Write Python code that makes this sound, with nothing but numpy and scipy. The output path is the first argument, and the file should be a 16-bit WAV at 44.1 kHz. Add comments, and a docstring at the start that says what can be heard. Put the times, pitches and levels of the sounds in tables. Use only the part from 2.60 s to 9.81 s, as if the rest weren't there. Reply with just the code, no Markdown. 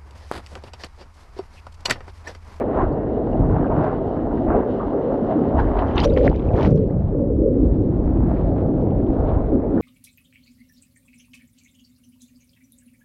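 """The hollow hull of a paddleboard drums under the water: shaped noise, and decaying tones for trapped air.
Wind buffets a microphone behind an open port in a housing on the nose; noise washes along the rails, foam fizzes.
A wave breaks over the nose: noise bursts make its splashes, ringing bubbles and drops its spray, grains its mist.
The wet ports muffle the wash until they drain; the recorder dulls the treble throughout."""
import sys
import numpy as np
from scipy import signal
from scipy.fft import rfft, irfft
from scipy.io import wavfile
from scipy.ndimage import uniform_filter1d

SR = 44100
rng = np.random.default_rng(int(sys.argv[2]) if len(sys.argv) > 2 else 0)


def put_to_file(sound):
    """Save the sound as 16-bit audio at rate SR, in the file named by the first command-line argument."""
    columns = np.atleast_2d(sound).T  # one column per channel
    safe = np.clip(columns, -1, 1)
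    whole_steps = np.round(safe * 32767)
    wavfile.write(sys.argv[1], SR, whole_steps.astype(np.int16))


N = 317961
T = np.arange(N) / SR  # time of each sample [s]
F = np.arange(N // 2 + 1) * SR / N + 1e-3  # frequency of each bin [Hz], kept above zero for the logarithms
WAVE_START_S, WAVE_END_S = 3.3, 4.35  # while the wave is over the nose
PORT_FILLS_S = 3.42  # water fills the open microphone port


def undb(db):
    """Amplitude gain is ten to the power of a twentieth of the decibels."""
    return 10 ** (np.asarray(db) / 20)


def curves(table):
    """Envelopes by linear interpolation: each column after the time becomes one value a sample."""
    s, *columns = np.transpose(table)
    return [np.interp(T, s, column) for column in columns]


def walk(rate):
    """Band-limited random modulation: levels held 1 / rate s, smoothed twice, with standard deviation 1."""
    hold = int(SR / rate)
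    steps = np.repeat(rng.standard_normal(N // hold + 1), hold)
    smooth = uniform_filter1d(uniform_filter1d(steps, hold), hold)[:N]
    return smooth / np.std(smooth)


def colour(x, spectrum):
    """Spectral shaping: the spectrum of x follows (Hz, dB) points and is scaled to a waveform rms of 1."""
    hz, db = np.transpose(spectrum)
    gain = undb(np.interp(np.log(F), np.log(hz), db, left=-120, right=-120))
    shaped = rfft(x) * gain
    return shaped * N / np.sqrt(2 * np.sum(np.abs(shaped) ** 2))  # Parseval's relation


def steady(shaped, hold_s):
    """Envelope normalisation: a spectrum becomes a waveform divided by its rms smoothed over hold_s."""
    x = irfft(shaped, N)
    hold = int(hold_s * SR)
    power = uniform_filter1d(uniform_filter1d(x ** 2, hold), hold)
    return x / np.sqrt(power)


def grains(per_s, scatter_db, share):
    """Shot noise: random impulses of uneven size take a share of the power, Gaussian noise the rest."""
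    size_db = scatter_db * np.minimum(rng.exponential(1, N), 3)
    hits = (rng.random(N) < per_s / SR) * undb(size_db) * rng.choice([-1, 1], N)
    return np.sqrt(1 - share) * rng.standard_normal(N) + np.sqrt(share) * hits / np.std(hits)


def tilted(shaped, pivot_hz, slope_db, shared_db, own_db, rate, reach):
    """Time-varying filter bank: half-octave bands above a pivot tilt, surge together and flicker alone."""
    place = np.clip(2 * np.log2(F / pivot_hz), 0, len(reach) - 1)
    surge = walk(rate)
    out = np.zeros(N)
    for k, share in enumerate(reach):
        weight = np.clip(1 - np.abs(place - k), 0, 1)  # neighbouring bands crossfade
        band = irfft(shaped * weight, N)
        out += band * undb(slope_db * share + shared_db * surge + own_db * walk(rate))
    return out


def add(out, s, sound):
    """Linear superposition: a short sound joins the waveform at time s."""
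    i = int(s * SR)
    out[i:i + len(sound)] += sound[:N - i]


def ring(hz, t60, glide, rise_s):
    """Damped resonance: a decaying tone whose pitch climbs by the share 2 * glide within t60."""
    t = np.arange(int(t60 * SR) + 1) / SR
    tone = np.sin(2 * np.pi * hz * t * (1 + glide * t / t60))
    decay = np.exp(-np.log(1000) * t / t60)  # 60 dB in t60
    return tone * decay * (1 - np.exp(-t / rise_s))


def burst(hz, octaves, t60, rise_s):
    """Impact noise: a band around a centre decays exponentially, led by a spike of first contact."""
    size = 8192
    t = np.arange(size) / SR
    f = F[1] + np.arange(size // 2 + 1) * SR / size
    noise = rng.standard_normal(size)
    noise[int(.0015 * SR)] += 9  # first contact
    band = np.exp(-(np.log2(f / hz) / octaves) ** 2) * np.sqrt(hz / f)
    noise = irfft(rfft(noise) * band)
    decay = np.exp(-np.log(1000) * t / t60)
    return noise / np.std(noise) / 2 * decay * (1 - np.exp(-t / rise_s)) ** 2


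def hull():
    """Forced vibration: chop beats the hollow board in a dense patter with a lower and an upper resonance."""
    # level of the lower and the upper drumming: (time [s], level [dB])
    lower_levels, upper_levels = [(0.03, -23.5), (0.37, -27), (1.22, -22.5), (1.44, -27), (1.98, -21.5),
                                  (2.08, -25), (2.4, -25.5), (2.7, -24), (2.74, -28), (2.76, -21),
                                  (3.26, -24), (3.69, -23), (3.73, -28), (4.11, -19), (4.45, -33.5),
                                  (4.59, -20.5), (4.71, -21.5), (5.05, -17), (5.11, -27), (5.19, -23),
                                  (6.82, -22.5), (6.86, -28), (6.93, -19), (6.97, -15), (7.01, -26.5),
                                  (7.18, -18.5)], [(0.03, -25.5), (1.86, -29.5), (1.94, -21.5), (2.3, -31),
                                                 (2.36, -24.5), (3.43, -29), (3.45, -23), (3.69, -23),
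                                                 (3.71, -29.5), (4.18, -20.5), (4.28, -28.5), (4.41, -35.5),
                                                 (4.51, -35), (4.55, -21), (4.59, -25), (4.63, -21),
                                                 (4.67, -25.5), (4.71, -21.5), (4.745, -26), (4.78, -27.5),
                                                 (4.84, -20), (5.04, -29), (5.13, -33), (5.29, -26),
                                                 (5.33, -41), (5.39, -25), (5.47, -36), (5.9, -27.5),
                                                 (6.88, -27.5), (6.94, -22), (7.0, -29), (7.18, -25.5)]
    # their spectra: (frequency [Hz], relative density [dB])
    lower_colour, upper_colour = [(140, -25), (200, -5.5), (250, 1.5), (320, 0.5), (380, -6.5),
                                  (450, -17.5)], [(300, -29), (380, 0.5), (480, -1), (570, -2.5),
                                                    (630, -18)]
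    (low_db,), (high_db,) = curves(lower_levels), curves(upper_levels)
    lower = steady(colour(grains(300, 4.9, 0.37), lower_colour), 0.13)
    lower = lower * undb(low_db + 1.6 * walk(13))
    buried = (T > 3.45) & (T < 3.72)
    lean_db = np.where(buried, 15.5, -0.5)  # dB per octave: brighter while the nose is buried
    lean_db = uniform_filter1d(lean_db, size=900)
    upper = steady(colour(grains(500, 2.9, 0.16), upper_colour), 0.11)
    upper = tilted(rfft(upper), 420, lean_db, 0.98, 1.6, 18, (0, .5))
    return lower + upper * undb(high_db)


def wind():
    """Turbulent pressure: eddies press on the microphone as a deep buffeting and a quicker flutter."""
    # level of the buffeting and of the flutter: (time [s], level [dB])
    buffet_levels, gust_levels = [(0.03, -34), (0.25, -22), (0.36, -30), (0.68, -33.5), (0.8, -20),
                                  (1.1, -29.5), (1.4, -32), (1.54, -35), (1.68, -27), (1.84, -31),
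                                  (1.92, -22), (2.08, -40), (2.28, -33), (2.4, -39.5), (2.88, -38),
                                  (2.99, -17), (3.1, -24.5), (3.45, -20.5), (3.58, -18.5), (3.72, -19.5),
                                  (3.82, -26.5), (4.0, -19.5), (4.15, -25), (4.6, -24), (4.85, -24.5),
                                  (5.05, -18), (5.3, -24), (5.5, -20.5), (5.8, -20.5), (6.2, -26),
                                  (6.8, -19), (7.18, -31.5)], [(0.03, -42), (0.11, -26.5), (0.55, -31), (1.01, -21),
                                                  (1.07, -37), (1.16, -22), (1.32, -28), (1.7, -32.5),
                                                  (1.93, -29.5), (2.1, -33), (2.64, -32), (2.98, -28),
                                                  (3.26, -35.5), (3.53, -20.5), (3.57, -30), (3.69, -16),
                                                  (3.81, -32), (3.89, -16), (4.01, -27.5), (4.11, -16),
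                                                  (4.29, -24), (6.32, -23.5), (6.58, -29), (6.7, -23.5),
                                                  (7.18, -29)]
    # their spectra: (frequency [Hz], relative density [dB])
    deep_colour, flutter_colour = [(8.8, -42.5), (15, -14), (49, 2.5), (110, -9.5), (140, -25.5),
                                   (240, -120)], [(60, -23.5), (90, -2), (150, -4), (190, -6), (260, -21)]
    (deep_db,), (flutter_db,) = curves(buffet_levels), curves(gust_levels)
    deep = steady(colour(rng.standard_normal(N), deep_colour), 0.17)
    flutter = steady(colour(grains(150, 5.4, 0.33), flutter_colour), 0.097)
    return deep * undb(deep_db + 1.5 * walk(9.8)) + flutter * undb(flutter_db + 1.9 * walk(11))


def surges():
    """Superposed envelopes: each surge moves four controls along a rounded rise and fall."""
    # surges of water from paddle strokes, chop and the wave: (time [s], rise [s], fall [s], wash lift [dB],
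    # further lift of its upper octave [dB], fizz lift before the spatter [dB], turn of treble slope [dB/octave])
    surge_events = [(0.016, .015, 0.022, 2.5, 5, 6, -12), (0.225, 0.2, 0.075, 6, 3, 9.5, -11),
                    (0.75, 0.035, 0.021, 9.5, -9, -2, 2), (0.98, 0.14, 0.11, 2, 2, 3.5, -9),
                    (1.12, 0.029, .04, 3.5, 2, -1, -6), (1.24, 0.2, 0.2, 5, 4, 6.5, -10),
                    (1.92, 0.074, 0.2, 4.5, 7, 0.5, -10.5), (2.21, 0.031, 0.056, -3.5, 7, 1, -8),
                    (2.71, 0.051, 0.05, 7, -3.5, 10, -11), (3.0, .04, 0.014, -5, 14.5, 11.5, -3),
                    (3.2, 0.056, 0.043, 3, 0.5, 11.5, -9), (3.385, 0.05, 0.058, 0, 14.5, 26.5, -10),
                    (3.445, 0.039, 0.026, 7, 6, 19, 8), (3.575, 0.017, 0.042, 6, 7.5, 11, 4.5),
                    (3.672, 0.061, 0.02, 21, -7, 15, 5), (3.74, 0.0255, 0.043, 1, -3, 5, -7),
                    (3.98, 0.044, 0.046, -2.5, 10, 11, 0), (4.01, .04, 0.028, 1.5, 1.5, 2.5, -2),
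                    (4.055, 0.12, 0.06, 18, 10, 28.5, 1), (4.11, .03, 0.033, 10.5, 4, 10, 9.5),
                    (4.171, 0.021, 0.042, -1.5, 10.5, 8, 10.5), (4.28, 0.031, 0.043, 2, -2, 4, 6.5),
                    (4.49, .04, 0.035, 6, -4.5, 7, -5), (5.77, 0.083, .07, 2.8, 0, 4, -3),
                    (5.99, 0.04, 0.06, -0.5, 6, 5, -11), (6.7, 0.061, 0.19, 4, 2.5, 6, -12.5)]
    lifts = np.zeros((4, N))
    for s, rise, fall, *lift in surge_events:
        phase = np.interp(T, [s - rise, s, s + fall], [0, np.pi / 2, 0])
        lifts += np.outer(lift, np.sin(phase) ** 1.84)
    return lifts


def water():
    """Turbulent flow noise: a wash runs along the rails and its foam fizzes, both lifted by the surges."""
    # water between the surges, muffled once the ports are wet:
    # (time [s], wash level [dB], step to the octave above [dB], fizz level [dB])
    wash_levels = [(0.03, -31.5, -19, -68.5), (1.5, -30, -22.5, -65.5), (2.5, -30, -20, -64),
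                   (2.9, -29.5, -18.5, -64), (3.3, -28, -14, -58.5), (3.45, -33.5, -17.5, -58),
                   (3.48, -39, -19, -57), (3.85, -37.5, -18, -64.5), (3.92, -25, -30.5, -66),
                   (4.1, -50, -22.5, -70.5), (4.24, -47, -18, -72.5), (4.3, -35.5, -24.5, -75.5),
                   (4.42, -39.5, -21, -72), (4.55, -41, -19.5, -75.5), (4.88, -47.5, -20.5, -80.5),
                   (4.97, -44, -18, -71), (5.12, -42, -20, -70), (5.7, -35.5, -18, -67),
                   (6.1, -32, -26, -70), (6.65, -31, -22, -66), (6.95, -34.5, -22, -70),
                   (7.18, -32, -21.5, -67.5)]
    # spectra of wash and fizz: (frequency [Hz], relative density [dB])
    wash_colour, fizz_colour = [(480, -29.5), (620, 4), (800, -2.5), (1000, -8.5), (1400, -18.5),
                                (2000, -28), (2800, -41.5)], [(1500, -15), (2200, 0), (3100, 0), (4000, -5), (5500, -15),
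                                              (6800, -20), (10000, -28.5), (13000, -37)]
    # share of the octave step or slope taken by each half-octave band, lowest first: (share, ...)
    wash_reach, fizz_reach = (0, 0.86, 1, 1.1), (0, .5, 1, 1.5, 2)
    wash_db, fall_db, fizz_db = curves(wash_levels)
    wash_lift, step_lift, fizz_lift, turn = surges()

    step_db = fall_db + step_lift + 18  # the wash spectrum already holds a step of -18 dB
    wash = tilted(colour(grains(500, 10.0, 0.24), wash_colour), 670, step_db, 0.27, 1.6, 28, wash_reach)

    slope_db = np.where(T < PORT_FILLS_S, 0.5, 2) + turn  # dB per octave: port dry, then wet
    foam = grains(1200, 3.0, 0.17)
    foam += 0.19 * bubbles(count=380, low_hz=1500, high_hz=7300, cycles=8.1, scatter_db=5)
    fizz = tilted(colour(foam, fizz_colour), 3700, slope_db, 0.79, 1.8, 34, fizz_reach)
    # surging spray comes in uneven spurts: 0.11 dB of flicker per dB of lift
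    spatter = 1 + 0.11 * (walk(71.2) - 3.0)
    return wash * undb(wash_db + wash_lift) + fizz * undb(fizz_db + fizz_lift * spatter)


def port(x):
    """Acoustic resonance: air in the open port colours the treble with a dip and a peak until water fills it."""
    # (centre [Hz], width [Hz], gain share)
    port_modes = [(2350, 280, -0.4), (2940, 180, 0.71)]
    colouring = sum(share * np.exp(-((F - hz) / width) ** 2) for hz, width, share in port_modes)
    openness = np.clip((PORT_FILLS_S - T) / 0.056, 0, 1)  # closes within 56 ms
    return x + openness * irfft(rfft(x) * colouring, N)


def swarms():
    """Bubble resonance: crowds of short rising tones, densest at their middle, fainter for small bubbles."""
    # bubbles churned up by the blade and the wave:
    # (time [s], rise [s], fall [s], level at the lowest pitch [dB], lowest pitch [Hz], highest pitch [Hz])
    swarm_events = [(.012, 0.011, 0.022, -39.5, 1600, 2220), (.21, 0.11, 0.065, -24, 700, 1500),
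                    (.97, .1, .1, -28, 800, 1500), (1.19, .1, .1, -26, 800, 1500),
                    (1.28, .08, .13, -26, 800, 1600), (3.0, .04, .02, -35, 1000, 2200),
                    (3.19, .03, .03, -42, 1500, 4500), (3.39, .04, .05, -33, 1400, 5000),
                    (3.44, .03, .025, -38, 2500, 6500), (3.675, 0.046, 0.033, -37, 900, 4500),
                    (3.98, .035, .04, -40, 1200, 5500), (4.055, .05, .045, -35, 1200, 5500),
                    (4.1, .03, .035, -57, 3000, 6800)]
    cycles, scatter_db, tilt_db = 11, 15.5, -5.5  # ring length, level range [dB], dB per octave
    out = np.zeros(N)
    for s, rise, fall, db, low_hz, high_hz in swarm_events:
        for a, b, size, loud in rng.random((70, 4)):
            spread = a + b - 1  # triangular distribution from -1 to 1
            when = max(s + spread * (rise if spread < 0 else fall), 0)
            octaves = size * np.log2(high_hz / low_hz)
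            hz = low_hz * 2 ** octaves
            gain = undb(db + tilt_db * octaves + scatter_db * (loud - .5))
            add(out, when, gain * ring(hz, cycles / hz, .08, 0.00042))
    return out


def plops():
    """Cavity resonance: the paddle blade makes hollow plops, narrow bands of noise that die away slowly."""
    # (time [s], level [dB], centre [Hz])
    plop_events = [(0.192, -14, 1080), (2.195, -20, 1200), (2.982, -23.5, 1580)]
    out = np.zeros(N)
    for s, db, hz in plop_events:
        add(out, s, undb(db) * burst(hz, octaves=0.18, t60=0.16, rise_s=0.002))
    return out


def air_pockets():
    """Trapped-air resonance: chop slaps the hull and each closing pocket gulps at a slightly rising pitch."""
    # (time [s], level [dB], starting pitch [Hz])
    slap_events = [(0.227, -5, 352), (1.179, -3, 160.8), (2.624, -5, 234), (2.763, -2.5, 307),
                   (2.838, -10, 298), (3.458, -2.5, 565), (3.658, -2.5, 266), (3.675, -10, 193),
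                   (4.118, -19, 171), (4.145, -6.5, 404), (4.192, -5, 189), (4.325, -7, 216),
                   (4.6, -15, 300), (4.834, -7, 235), (4.865, -9, 400), (4.915, -10, 320),
                   (5.035, -9.5, 280), (5.269, -2.5, 270), (5.534, -16.5, 250), (5.632, -4, 232),
                   (6.069, -3, 162), (6.926, -12, 265)]
    out = np.zeros(N)
    for s, db, hz in slap_events:
        add(out, s, undb(db) * ring(hz, t60=0.055, glide=0.029, rise_s=0.004))
    return out


def drops():
    """Damped resonance: single drops plink with short, slightly rising tones."""
    # (time [s], level [dB], starting pitch [Hz], 60 dB decay [s])
    drop_events = [(.328, -53, 4440, .02), (0.73, -43, 2820, .02), (2.847, -51, 3150, .012),
                   (2.886, -51, 4200, .008), (3.093, -48, 3300, .008), (3.137, -46, 3000, .01),
                   (3.283, -39, 3155, .016), (3.359, -37, 6000, 0.0098), (3.378, -21.5, 3650, 0.032),
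                   (3.404, -36, 4850, .04), (3.416, -22, 3050, .022), (3.419, -28, 4800, .008),
                   (3.437, -18, 3300, .009), (3.448, -28.5, 5630, 0.033), (3.455, -31.5, 5870, .02),
                   (3.499, -33.5, 3760, .018), (3.52, -35, 1410, 0.027), (3.537, -37, 4670, .014),
                   (3.573, -20, 1080, 0.018), (3.715, -15, 780, 0.018), (3.728, -17.5, 870, .02),
                   (3.889, -34, 2540, .011), (3.976, -39, 4300, .008), (4.191, -45, 960, 0.019),
                   (4.242, -54, 3360, .012), (4.61, -69, 2760, .012), (4.741, -68.5, 3030, 0.013)]
    out = np.zeros(N)
    for s, db, hz, t60 in drop_events:
        add(out, s, undb(db) * ring(hz, t60, glide=.02, rise_s=0.00059))
    return out


def splashes():
    """Impact noise: sheets of water crack on the housing and hiss away, more briefly during the wave."""
    # (time [s], level [dB], centre [Hz], half-width of the band [octaves])
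    splash_events = [(1.044, -26.5, 1286, 0.33), (1.067, -40.5, 2300, 0.33), (1.112, -19, 900, 0.3),
                     (1.12, -46, 2000, .3), (1.236, -54, 4200, 0.4), (1.244, -51, 3600, .6),
                     (1.57, -41, 1394, 0.28), (1.71, -32, 1200, .35), (1.773, -37, 1590, .35),
                     (1.903, -23, 1300, 0.3), (3.0, -41.5, 3200, 0.55), (3.004, -54, 4500, .5),
                     (3.272, -52, 4000, .6), (3.355, -38, 2800, .5), (3.189, -33, 3090, 0.45),
                     (3.368, -26, 2600, 0.55), (3.375, -25, 2200, .7), (3.38, -12, 2400, 0.73),
                     (3.383, -16, 2000, .6), (3.389, -23, 2400, .7), (3.394, -22, 2600, .6),
                     (3.401, -16.5, 3580, 0.59), (3.41, -27, 3000, .6), (3.435, -30, 4500, .7),
                     (3.443, -17.5, 3500, 0.79), (3.45, -22, 2600, .9), (3.454, -32, 3000, 1),
                     (3.475, -34, 2000, .7), (3.485, -40, 2200, .9), (3.564, -26, 2090, 0.45),
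                     (3.574, -17, 1800, 0.86), (3.61, -28, 1800, .4), (3.631, -37, 3120, .7),
                     (3.645, -36, 3200, 0.89), (3.654, -34, 3600, 0.75), (3.659, -31, 2300, .8),
                     (3.668, -31, 2200, .9), (3.677, -13, 1670, 0.57), (3.69, -33, 2000, .7),
                     (3.698, -35, 3000, .7), (3.727, -35, 1500, .6), (3.746, -31.5, 2100, .5),
                     (3.753, -39, 2000, .3), (3.76, -37, 3300, 0.69), (3.795, -38, 2700, 0.47),
                     (3.878, -51, 4000, .6), (3.937, -38, 2600, 0.43), (3.956, -32, 1800, .6),
                     (3.979, -22, 1300, .7), (3.988, -43, 4500, .8), (3.967, -38, 2600, 0.76),
                     (3.998, -36, 2700, .5), (4.009, -29, 2500, .9), (4.02, -26.5, 2200, .6),
                     (4.029, -26, 2800, 0.88), (4.043, -29, 2000, .7), (4.049, -24, 2200, .8),
                     (4.057, -26, 2500, .9), (4.065, -38, 3500, .6), (4.073, -38, 2600, .8),
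                     (4.087, -44, 3000, .7), (4.099, -45, 2000, .8), (4.107, -43.5, 5400, .45),
                     (4.117, -46, 2200, .9), (4.159, -49, 6000, .25), (4.169, -52, 4000, .3),
                     (4.176, -44, 3200, .9), (4.182, -52, 4000, .4), (4.273, -53, 3480, 0.88),
                     (4.309, -58, 4030, 0.65), (5.41, -54.5, 1900, .35), (5.569, -51, 2600, .38),
                     (5.764, -41.5, 1900, 0.45), (5.98, -49, 2120, .5), (6.17, -56.5, 2800, .25),
                     (6.305, -52, 2700, .3), (6.385, -56, 2700, .3), (6.465, -52, 2700, .5),
                     (6.66, -52, 2100, .3), (6.705, -49, 1800, 0.34), (7.176, -31, 1350, 0.41)]
    out = np.zeros(N)
    for s, db, hz, octaves in splash_events:
        in_wave = WAVE_START_S < s < WAVE_END_S
        t60 = 0.016 if in_wave else 150 / hz  # splashes of chop hiss for 150 cycles
        add(out, s, undb(db) * burst(hz, octaves, t60, rise_s=0.00038))
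    return out


def bubbles(count, low_hz, high_hz, cycles, scatter_db):
    """Bubble resonance: small bubbles burst at random while the wave breaks, ringing for a few cycles."""
    out = np.zeros(N)
    for place, size, loud in rng.random((count, 3)):
        hz = low_hz * (high_hz / low_hz) ** size
        when = WAVE_START_S + place * (WAVE_END_S - WAVE_START_S)
        add(out, when, undb(scatter_db * loud) * ring(hz, cycles / hz, .05, .0006))
    return out / np.std(out)


def mist():
    """Shot noise: tiny droplets thrown up by the wave pepper the housing in a bright, uneven crackle."""
    # (time [s], level [dB])
    mist_levels = [(3.33, -95), (3.36, -72), (3.385, -62), (3.402, -54), (3.413, -62), (3.43, -53),
                   (3.447, -46), (3.465, -59), (3.49, -68), (3.53, -84), (3.9, -91.5), (3.925, -72),
                   (3.95, -77), (3.975, -68), (4.02, -67), (4.055, -62), (4.09, -69), (4.125, -70),
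                   (4.14, -79), (4.2, -95.5)]
    # (frequency [Hz], relative density [dB])
    mist_colour = [(3000, -20), (4500, -2), (6300, -0.5), (7500, -2.5), (10000, -4), (12000, -11.5),
                   (14500, -22)]
    s, db = np.transpose(mist_levels)
    level_db = np.interp(T, s, db, left=-150, right=-150)
    crackle = irfft(colour(grains(1500, 4.0, .35), mist_colour), N)
    return crackle * undb(level_db + 2.5 * walk(120))


def rising_bubbles():
    """Bubble resonance: bubbles squeezed up through the draining water chirp steeply upwards."""
    # (time [s], level [dB], starting pitch [Hz], 60 dB decay [s], half the share the pitch climbs in that decay)
    chirp_events = [(4.299, -43, 1540, 0.02, 0.5), (4.304, -46, 1800, .016, .3)]
    out = np.zeros(N)
    for s, db, hz, t60, glide in chirp_events:
        add(out, s, undb(db) * ring(hz, t60, glide, rise_s=0.00059))
    return out


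def scene():
    """Linear superposition: all sources meet at one microphone, the water through its port."""
    board = hull() + air_pockets()
    spray = plops() + drops() + splashes() + mist()
    return (board + wind() + port(water()) + swarms() + spray + rising_bubbles())[None]


def record(dry):
    """Linear filtering: the recorder lowers the treble above 6.9 kHz, adds faint hiss and cuts the top."""
    shelf_hz, shelf_db, hiss_db, top_hz = 6900, -10, -99, 14000
    low = signal.sosfiltfilt(signal.butter(16, shelf_hz, fs=SR, output="sos"), dry)
    dulled = low + undb(shelf_db) * (dry - low)
    hissing = dulled + undb(hiss_db) * rng.standard_normal(dry.shape)
    return signal.sosfilt(signal.ellip(8, .2, 70, top_hz, fs=SR, output="sos"), hissing)


dry = scene()
out = record(dry)
put_to_file(out)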